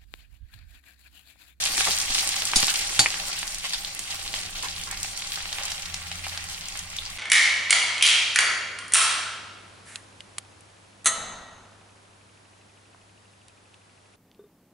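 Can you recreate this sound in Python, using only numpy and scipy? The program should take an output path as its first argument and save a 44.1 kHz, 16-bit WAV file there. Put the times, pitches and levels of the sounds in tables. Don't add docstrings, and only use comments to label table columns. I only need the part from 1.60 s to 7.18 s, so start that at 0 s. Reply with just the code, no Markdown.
import sys
import numpy as np
from scipy import signal
from scipy.fft import rfft, irfft, next_fast_len
from scipy.io import wavfile

SR = 44100
rng = np.random.default_rng(int(sys.argv[2]) if len(sys.argv) > 2 else 0)


def log_audio(samples):
    frames = np.atleast_2d(samples).T
    limited = np.clip(frames, -1, 1)
    pcm = np.round(limited * 32767).astype(np.int16)
    wavfile.write(sys.argv[1], SR, pcm)


N = 246078

# frequency_hz, gain_db
SIZZLE_SPECTRUM = [(200, -47), (420, -12.5), (600, -9), (800, -10), (1100, -8), (2600, -1.5), (4500, 1),
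                   (6800, -2.5), (9500, -5), (11000, -10.5), (15500, -6.5)]
# start_s, length_s, fizz_gain_db, crackle_gain_db
ONION_TURNS = [(0.17, 0.12, 4, -7), (0.55, 0.15, 1.5, 2), (0.945, 0.17, 4, 3.5), (1.485, 0.45, 3, 4),
               (2.45, 0.26, 1.5, 3), (2.741, 0.089, 6.5, 3.5), (3.365, 0.44, 5, 0), (3.615, 0.47, 5, 2.5),
               (3.907, 0.41, 0, 8), (4.083, 0.11, 6, -1), (4.69, 0.19, 2, 5), (4.892, 0.088, 6, 4.5)]
# start_s, level_db, pitch_hz
OIL_SPITS = [(0.024, -28, 5930), (0.059, -10, 3600), (0.119, -19, 5800), (0.1789, -9, 4960),
             (0.3078, -11.5, 4500), (0.333, -13, 4500), (0.5515, -24, 4000), (0.5866, -10.5, 5070),
             (0.764, -13.5, 4660), (0.8201, -10.5, 3780), (1.029, -9.5, 4000), (1.0814, -7.5, 3760),
             (1.1432, -16, 2730), (1.541, -16.5, 2700), (1.877, -15, 5330), (1.904, -21, 7000),
             (1.945, -14.5, 6750), (2.348, -18, 8900), (2.3915, -13.5, 7500), (2.739, -14.5, 2950),
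             (3.312, -16, 7600), (3.4297, -10.5, 6600), (3.621, -19.5, 3130), (3.9273, -13.5, 4030),
             (4.08, -23, 3320), (4.1177, -14, 4530), (4.2581, -18.5, 4530), (4.342, -13, 4900),
             (4.5146, -18.5, 3180), (4.7746, -15.5, 4000), (5.084, -17, 6850), (5.1905, -16, 7340),
             (5.3652, -16.5, 6300)]
# start_s, level_db, pitch_hz, decay_cycles, echo_db
RINGING_BUBBLES = [(2.2468, -11.5, 3900, .7, -7), (5.3853, -14.5, 3600, 1.5, -3),
                   (5.4607, -18.5, 4800, 1.1, -2)]
# start_s, length_s, level_db, pitch_hz
HISS_BURSTS = [(0.049, 0.027, -39, 3620), (2.041, 0.025, -38, 2720), (2.132, 0.018, -32, 3730),
               (2.501, 0.016, -39, 3970), (2.741, 0.021, -42, 3400), (2.95, 0.04, -42, 3100),
               (4.636, 0.028, -42, 2540)]
# time_s, level_db
STIRRING_LEVELS = [(0, -55.5), (.25, -48.5), (.8, -53), (1.5, -50), (2.1, -63.5), (2.55, -54), (4.1, -61.5),
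                   (4.5, -69)]
# start_s, level_db, pitch_hz
LIGHT_TAPS = [(0.178, -5.5, 2000), (0.2064, -1.5, 2300), (.2705, -8.5, 1390), (.629, -19, 1200),
              (0.934, -2.5, 1710), (1.029, -5.5, 2000), (1.392, 0, 2000), (1.829, -8, 2140),
              (2.0409, -12, 2500), (3.3249, -15, 1800), (3.4457, -13, 2200), (3.774, -15.5, 1570),
              (3.8555, -12.5, 2300), (3.984, -8, 2360), (4.666, -13.5, 1490), (5.154, -16, 2020)]
# start_s, length_s, level_db, pitch_hz, quality_factor
SPOON_SCRAPES = [(0.181, 0.16, -27.5, 2920, 1.4), (0.259, 0.03, -28, 1250, 1.4),
                 (0.269, 0.023, -30, 520, 0.9), (0.31, 0.017, -24.5, 4170, 2.2),
                 (1.084, 0.029, -25, 2550, 1.7), (3.029, 0.041, -32, 1140, 0.91),
                 (3.036, 0.037, -32.5, 4300, 0.92), (3.263, 0.081, -41, 1400, 2.2),
                 (3.298, 0.066, -37.5, 2200, 3.4)]
# start_s, clang_db, ring_db, tilt_db_per_octave, chatter_s, spot_index
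SPOON_KNOCKS = [(.9585, -19.5, -15.5, 1, .01, 0), (1.392, -17.5, -12.5, -.6, .006, 1)]
# frequency_hz, spot_0_db, spot_1_db, t60_s
METAL_MODES = [(786, -12, -12, .13), (3494, -5, -10, .1), (3903, -5, -.5, .09), (4375, -6, -.5, .08),
               (4502, -7, -2.5, .18), (4624, 1, -3, .1), (5170, 0, -7, .09), (6095, -4, -10, .1),
               (6600, -6, -7, .13), (7090, -6, -9, .22), (7620, -9, -7, .1), (8250, -8, -16, .1),
               (8750, -11, -9, .11), (9712, 0, -9, .11)]
# frequency_hz, gain_db
CLANG_SPECTRUM = [(100, 0), (500, -18), (780, 5.5), (1200, -14), (2300, -3.5), (7500, 1), (9500, -5),
                  (10400, -7), (15000, -28)]
# start_s, level_db, t60_s, body_hz
PAN_THUMPS = [(.179, -30.5, 0.062, 140), (0.269, -34.5, 0.21, 210), (0.499, -30, 0.056, 140),
              (0.96, -25.5, 0.083, 150), (1.029, -25, 0.063, 140), (1.391, -26.5, 0.12, 210)]
# start_s, level_db, rise_s
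PAN_PUSHES = [(0.497, -29, 0.0087), (0.959, -22, 0.0093), (1.029, -32, 0.0029)]
# frequency_hz, gain_db
RUMBLE_SPECTRUM = [(15, -4), (30, 4), (45, -9), (70, -12), (100, -9), (135, -17.5), (175, -8.5), (215, -21),
                   (320, -25), (3000, -38.5)]
# start_s, length_s, gain_db
FLAME_SURGES = [(1.546, 0.88, -7.5), (3.08, .36, 6), (4.276, 0.606, 9), (5.14, 0.46, 3.5)]
# frequency_hz, left_minus_right_db
PORT_BALANCE = [(160, -0.5), (450, -3.5), (770, 1), (1200, -2.5), (6400, 1.5), (9800, -6), (15000, 0.5)]


def sizzle():
    fizz = boiling(np.geomspace(3500, 12500, num=11), per_s=550, spread_db=2.5,
                   surge_db=5, surge_per_s=40, cycles=0.93, echo_db=4.5)
    crackle = boiling(np.geomspace(650, 3000, num=9), per_s=240, spread_db=2,
                      surge_db=3.5, surge_per_s=40, cycles=0.87, echo_db=0.5)
    snaps = boiling(np.geomspace(1800, 7500, num=6), per_s=9, spread_db=4,
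                    surge_db=0.8, surge_per_s=10, cycles=0.25, echo_db=-9, cap=2.5)
    fizz_gain = amp(-28.5 - settling(drying_db_per_s=1.12) + flares(column=2))
    crackle_gain = amp(-34 - settling(drying_db_per_s=0.11) + flares(column=3))
    snap_gain = np.sqrt(fizz_gain * crackle_gain)
    flutter = amp(0.29 * wander(N, per_s=49))
    return flutter * (fizz * fizz_gain + crackle * crackle_gain + snaps * snap_gain)


def boiling(pitches_hz, per_s, spread_db, surge_db, surge_per_s, cycles, echo_db, cap=5.14):
    out = np.zeros((2, N))
    for hz in pitches_hz:
        bursts = unit(clicks(N, per_s, spread_db, cap) * amp(surge_db * lumps(N, surge_per_s)))
        pop = from_pan(bubble(hz, cycles), echo_db)
        out += np.sqrt(hz) * signal.oaconvolve(bursts[None], pop / np.linalg.norm(pop), axes=1)[:, :N]
    return unit(coloured(out, SIZZLE_SPECTRUM))


def bubble(hz, cycles):
    t = np.arange(SR // 100) / SR
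    age = t * hz / cycles
    decay = np.exp(-age)
    swing = np.sin(2 * np.pi * hz * t) * np.sqrt(age) * decay
    swing -= swing.sum() * decay / decay.sum()
    swing = softened(np.pad(swing, (SR // 1000, 0)))
    return swing / abs(swing).max()


def flares(column, rise_share=0.28):
    t = np.arange(N) / SR
    return sum(turn[column] * np.interp((t - turn[0]) / turn[1], [0, rise_share, 1], [0, 1, 0])
               for turn in ONION_TURNS)


def settling(drying_db_per_s, rest_db=8, start_s=1.21, time_constant_s=0.48):
    t = np.arange(N) / SR
    return rest_db * (1 - np.exp(-np.maximum(t - start_s, 0) / time_constant_s)) + drying_db_per_s * t


def spits():
    out = np.zeros((2, N))
    for start_s, db, hz in OIL_SPITS:
        add(out, start_s, amp(db + 3) * from_pan(bubble(hz, cycles=0.38), echo_db=-4.5, lag_samples=1))
    for start_s, db, hz, cycles, echo_db in RINGING_BUBBLES:
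        plop = resonance(bubble(hz, cycles), hz, q=1.2)
        add(out, start_s, amp(db) * from_pan(plop, echo_db, lag_samples=1))
    return out


def hiss_bursts():
    out = np.zeros((2, N))
    for start_s, length_s, db, hz in HISS_BURSTS:
        hiss = flurry(length_s, hz, per_s=2500, spread_db=3, q=1.9)
        add(out, start_s, amp(db + 6) * from_pan(hiss, echo_db=-1.5))
    return out


def stirring(squelch_hz=270):
    slides = clicks(N, per_s=320, spread_db=1) * amp(4 * lumps(N, per_s=23))
    patter = from_pan(resonance(slides, squelch_hz, q=0.56), echo_db=-11, hollow_gain=1)
    times_s, levels_db = np.transpose(STIRRING_LEVELS)
    return unit(patter[:, :N]) * amp(np.interp(np.arange(N) / SR, times_s, levels_db))


def taps():
    out, t = np.zeros((2, N)), np.arange(SR // 100) / SR
    for start_s, db, hz in LIGHT_TAPS:
        contact = np.exp(-4.5 * hz * t) * np.cos(2 * np.pi * hz * t)
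        click = softened(np.pad(contact, (SR // 1000, 0)))
        tap = 2 * resonance(click, hz, q=0.77) / abs(click).max()
        add(out, start_s, amp(db - 5.5) * from_pan(tap, echo_db=-3.5))
    return out


def scrapes():
    out = np.zeros((2, N))
    for start_s, length_s, db, hz, q in SPOON_SCRAPES:
        slips = amp(db - 7.5) * flurry(length_s, hz, per_s=1500, spread_db=3.5, q=q)
        add(out, start_s, from_pan(slips, echo_db=5.5, hollow_gain=0.5))
        add(out, start_s, amp(-19) * signal.fftconvolve(slips[None], metal_ring(spot=0), axes=1))
    return out


def knocks(clang_t60_s=0.19, ring_rise_s=0.00044):
    out, t = np.zeros((2, N)), np.arange(SR // 3) / SR
    for start_s, clang_db, ring_db, tilt, chatter_s, spot in SPOON_KNOCKS:
        spectrum = [(hz, db + tilt * np.log2(hz / 5000)) for hz, db in CLANG_SPECTRUM]
        decay = amp(-60 * np.maximum(t - chatter_s, 0) / clang_t60_s)
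        clang = unit(coloured(diffuse(len(t)), spectrum)) * decay
        ring = metal_ring(spot) * np.minimum(t / ring_rise_s, 1)
        add(out, start_s, amp(clang_db) * clang + amp(ring_db) * ring / ring[:, :SR // 100].std())
        crack = from_pan(bubble(1800, cycles=0.25), echo_db=4)
        add(out, start_s - 0.001, amp(clang_db + 2) * crack)
    return out


def metal_ring(spot):
    t = np.arange(SR // 3) / SR
    modes = np.zeros((2, len(t)))
    for hz, *spot_db, t60_s in METAL_MODES:
        phase = rng.random() + rng.random((2, 1)) / np.pi
        modes += amp(spot_db[spot] - 60 * t / t60_s) * np.sin(2 * np.pi * (hz * t + phase))
    return modes / np.linalg.norm(modes[0])


def clack(start_s=1.4595, pitch_hz=2550, cutoff_hz=2800):
    out = np.zeros((2, N))
    blow = resonance(signal.unit_impulse(SR // 100), pitch_hz, q=2.4)
    blow = signal.sosfilt(signal.butter(12, cutoff_hz, fs=SR, output="sos"), blow)
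    blow *= amp(-6.5) / abs(blow).max()
    add(out, start_s,
        from_pan(blow, echo_db=-2, lag_samples=1, bowl_t60_s=0.04, room_db=-8, hollow_gain=1))
    return out


def thumps():
    out, t = np.zeros((2, N)), np.arange(SR // 3) / SR
    for start_s, db, t60_s, body_hz in PAN_THUMPS:
        body = unit(resonance(diffuse(len(t)), body_hz, q=0.9))
        attack = 1 - np.exp(-2 * t * body_hz)
        add(out, start_s, amp(db - 60 * t / t60_s) * body * attack)
    for start_s, db, rise_s in PAN_PUSHES:
        push = resonance(-t / rise_s * np.exp(1 - t / rise_s), hz=40, q=0.11)
        add(out, start_s, amp(db) * np.array([push, push]))
    return out


def burner(drone_hz=87, waver_hz=1.8, ramp_s=0.037):
    t = np.arange(N) / SR
    strength = amp(sum(db * np.clip(np.minimum(t - start_s, start_s + length_s - t) / ramp_s + 0.5, 0, 1)
                       for start_s, length_s, db in FLAME_SURGES))
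    rumble = unit(coloured(diffuse(N), RUMBLE_SPECTRUM) * strength ** 0.096)
    phase = 2 * np.pi * np.cumsum(drone_hz + waver_hz * wander(N, per_s=8.7)) / SR
    octave = amp(-13) * wander(N, per_s=9.4) * np.sin(2 * phase)
    drone = strength * unit(np.sin(phase) + octave)
    return amp(-47.5) * rumble + amp(-56.5) * drone


def from_pan(x, echo_db, lag_samples=3, bowl_t60_s=0.025, room_db=-3, hollow_gain=2.95):
    t = np.arange(SR // 4) / SR
    paths = np.zeros((2, len(t)))
    for t60_s, db in ((bowl_t60_s, 2.5 + echo_db), (0.28, room_db)):
        tail = diffuse(len(t)) * amp(-60 * t / t60_s) * (t > 0.0005)
        paths += amp(db) * unit(tail) / np.sqrt(len(t))
    paths[1, 0] += 1
    paths[0, lag_samples + rng.integers(3)] += 1
    paths += hollow_gain * resonance(paths, hz=790, q=12)
    return signal.fftconvolve(x[None], paths, axes=1)


def diffuse(count, corner_hz=900, bass_side=0.4):
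    mid, side = rng.standard_normal((2, count))
    side = filtered(side, lambda f: np.hypot(bass_side, f / corner_hz) / np.hypot(1, f / corner_hz))
    return np.array([mid + side, mid - side])


def flurry(length_s, hz, per_s, spread_db, q):
    age = np.arange(SR // 4) / SR / length_s
    envelope = np.minimum(age * 10, 1) * np.exp(-age ** 2)
    return unit(softened(resonance(clicks(len(age), per_s, spread_db), hz, q))) * envelope


def clicks(count, per_s, spread_db, cap=3):
    size = amp(spread_db * np.minimum(rng.exponential(1, count), cap))
    return size * (rng.random(count) < per_s / SR) * rng.choice([-1, 1], count)


def wander(count, per_s):
    knots = rng.standard_normal(400)
    return unit(np.interp(np.arange(count) / SR * per_s, np.arange(len(knots)), knots))


def lumps(count, per_s):
    return np.minimum(wander(count, per_s), 1.3)


def resonance(x, hz, q):
    return filtered(x, lambda f: 1 / (1 + 1j * q * (f / hz - hz / f)))


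def softened(x, corner_hz=10000, shelf_power=0.038):
    return filtered(x, lambda f: np.sqrt(shelf_power + 1 / (1 + (f / corner_hz) ** 10)))


def coloured(x, points):
    hz, db = np.transpose(points)
    return filtered(x, lambda f: amp(np.interp(np.log(f), np.log(hz), db)))


def filtered(x, response):
    size = next_fast_len(x.shape[-1] + 2048)
    hz = np.fft.rfftfreq(size, 1 / SR) + 1
    return irfft(rfft(x, size) * response(hz), size)[..., :x.shape[-1]]


def amp(db):
    return 10 ** (np.asarray(db) / 20)


def unit(x):
    return x / np.sqrt(np.mean(x ** 2) + 1e-20)


def add(mix, start_s, sound):
    part = mix[:, max(round(start_s * SR), 0):][:, :sound.shape[1]]
    part += sound[:, :part.shape[1]]


def scene():
    return (sizzle() + spits() + hiss_bursts() + stirring() + taps()
            + scrapes() + knocks() + clack() + thumps() + burner())


def record(dry, cutoff_hz=16200):
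    ports = np.array([coloured(channel, [(hz, side * db / 2) for hz, db in PORT_BALANCE])
                      for channel, side in zip(dry, (1, -1))])
    low_pass = signal.firwin(511, cutoff_hz, window=("kaiser", 9), fs=SR)
    return signal.oaconvolve(ports, low_pass[None], "same", axes=1)


dry = scene()
out = record(dry)
log_audio(out)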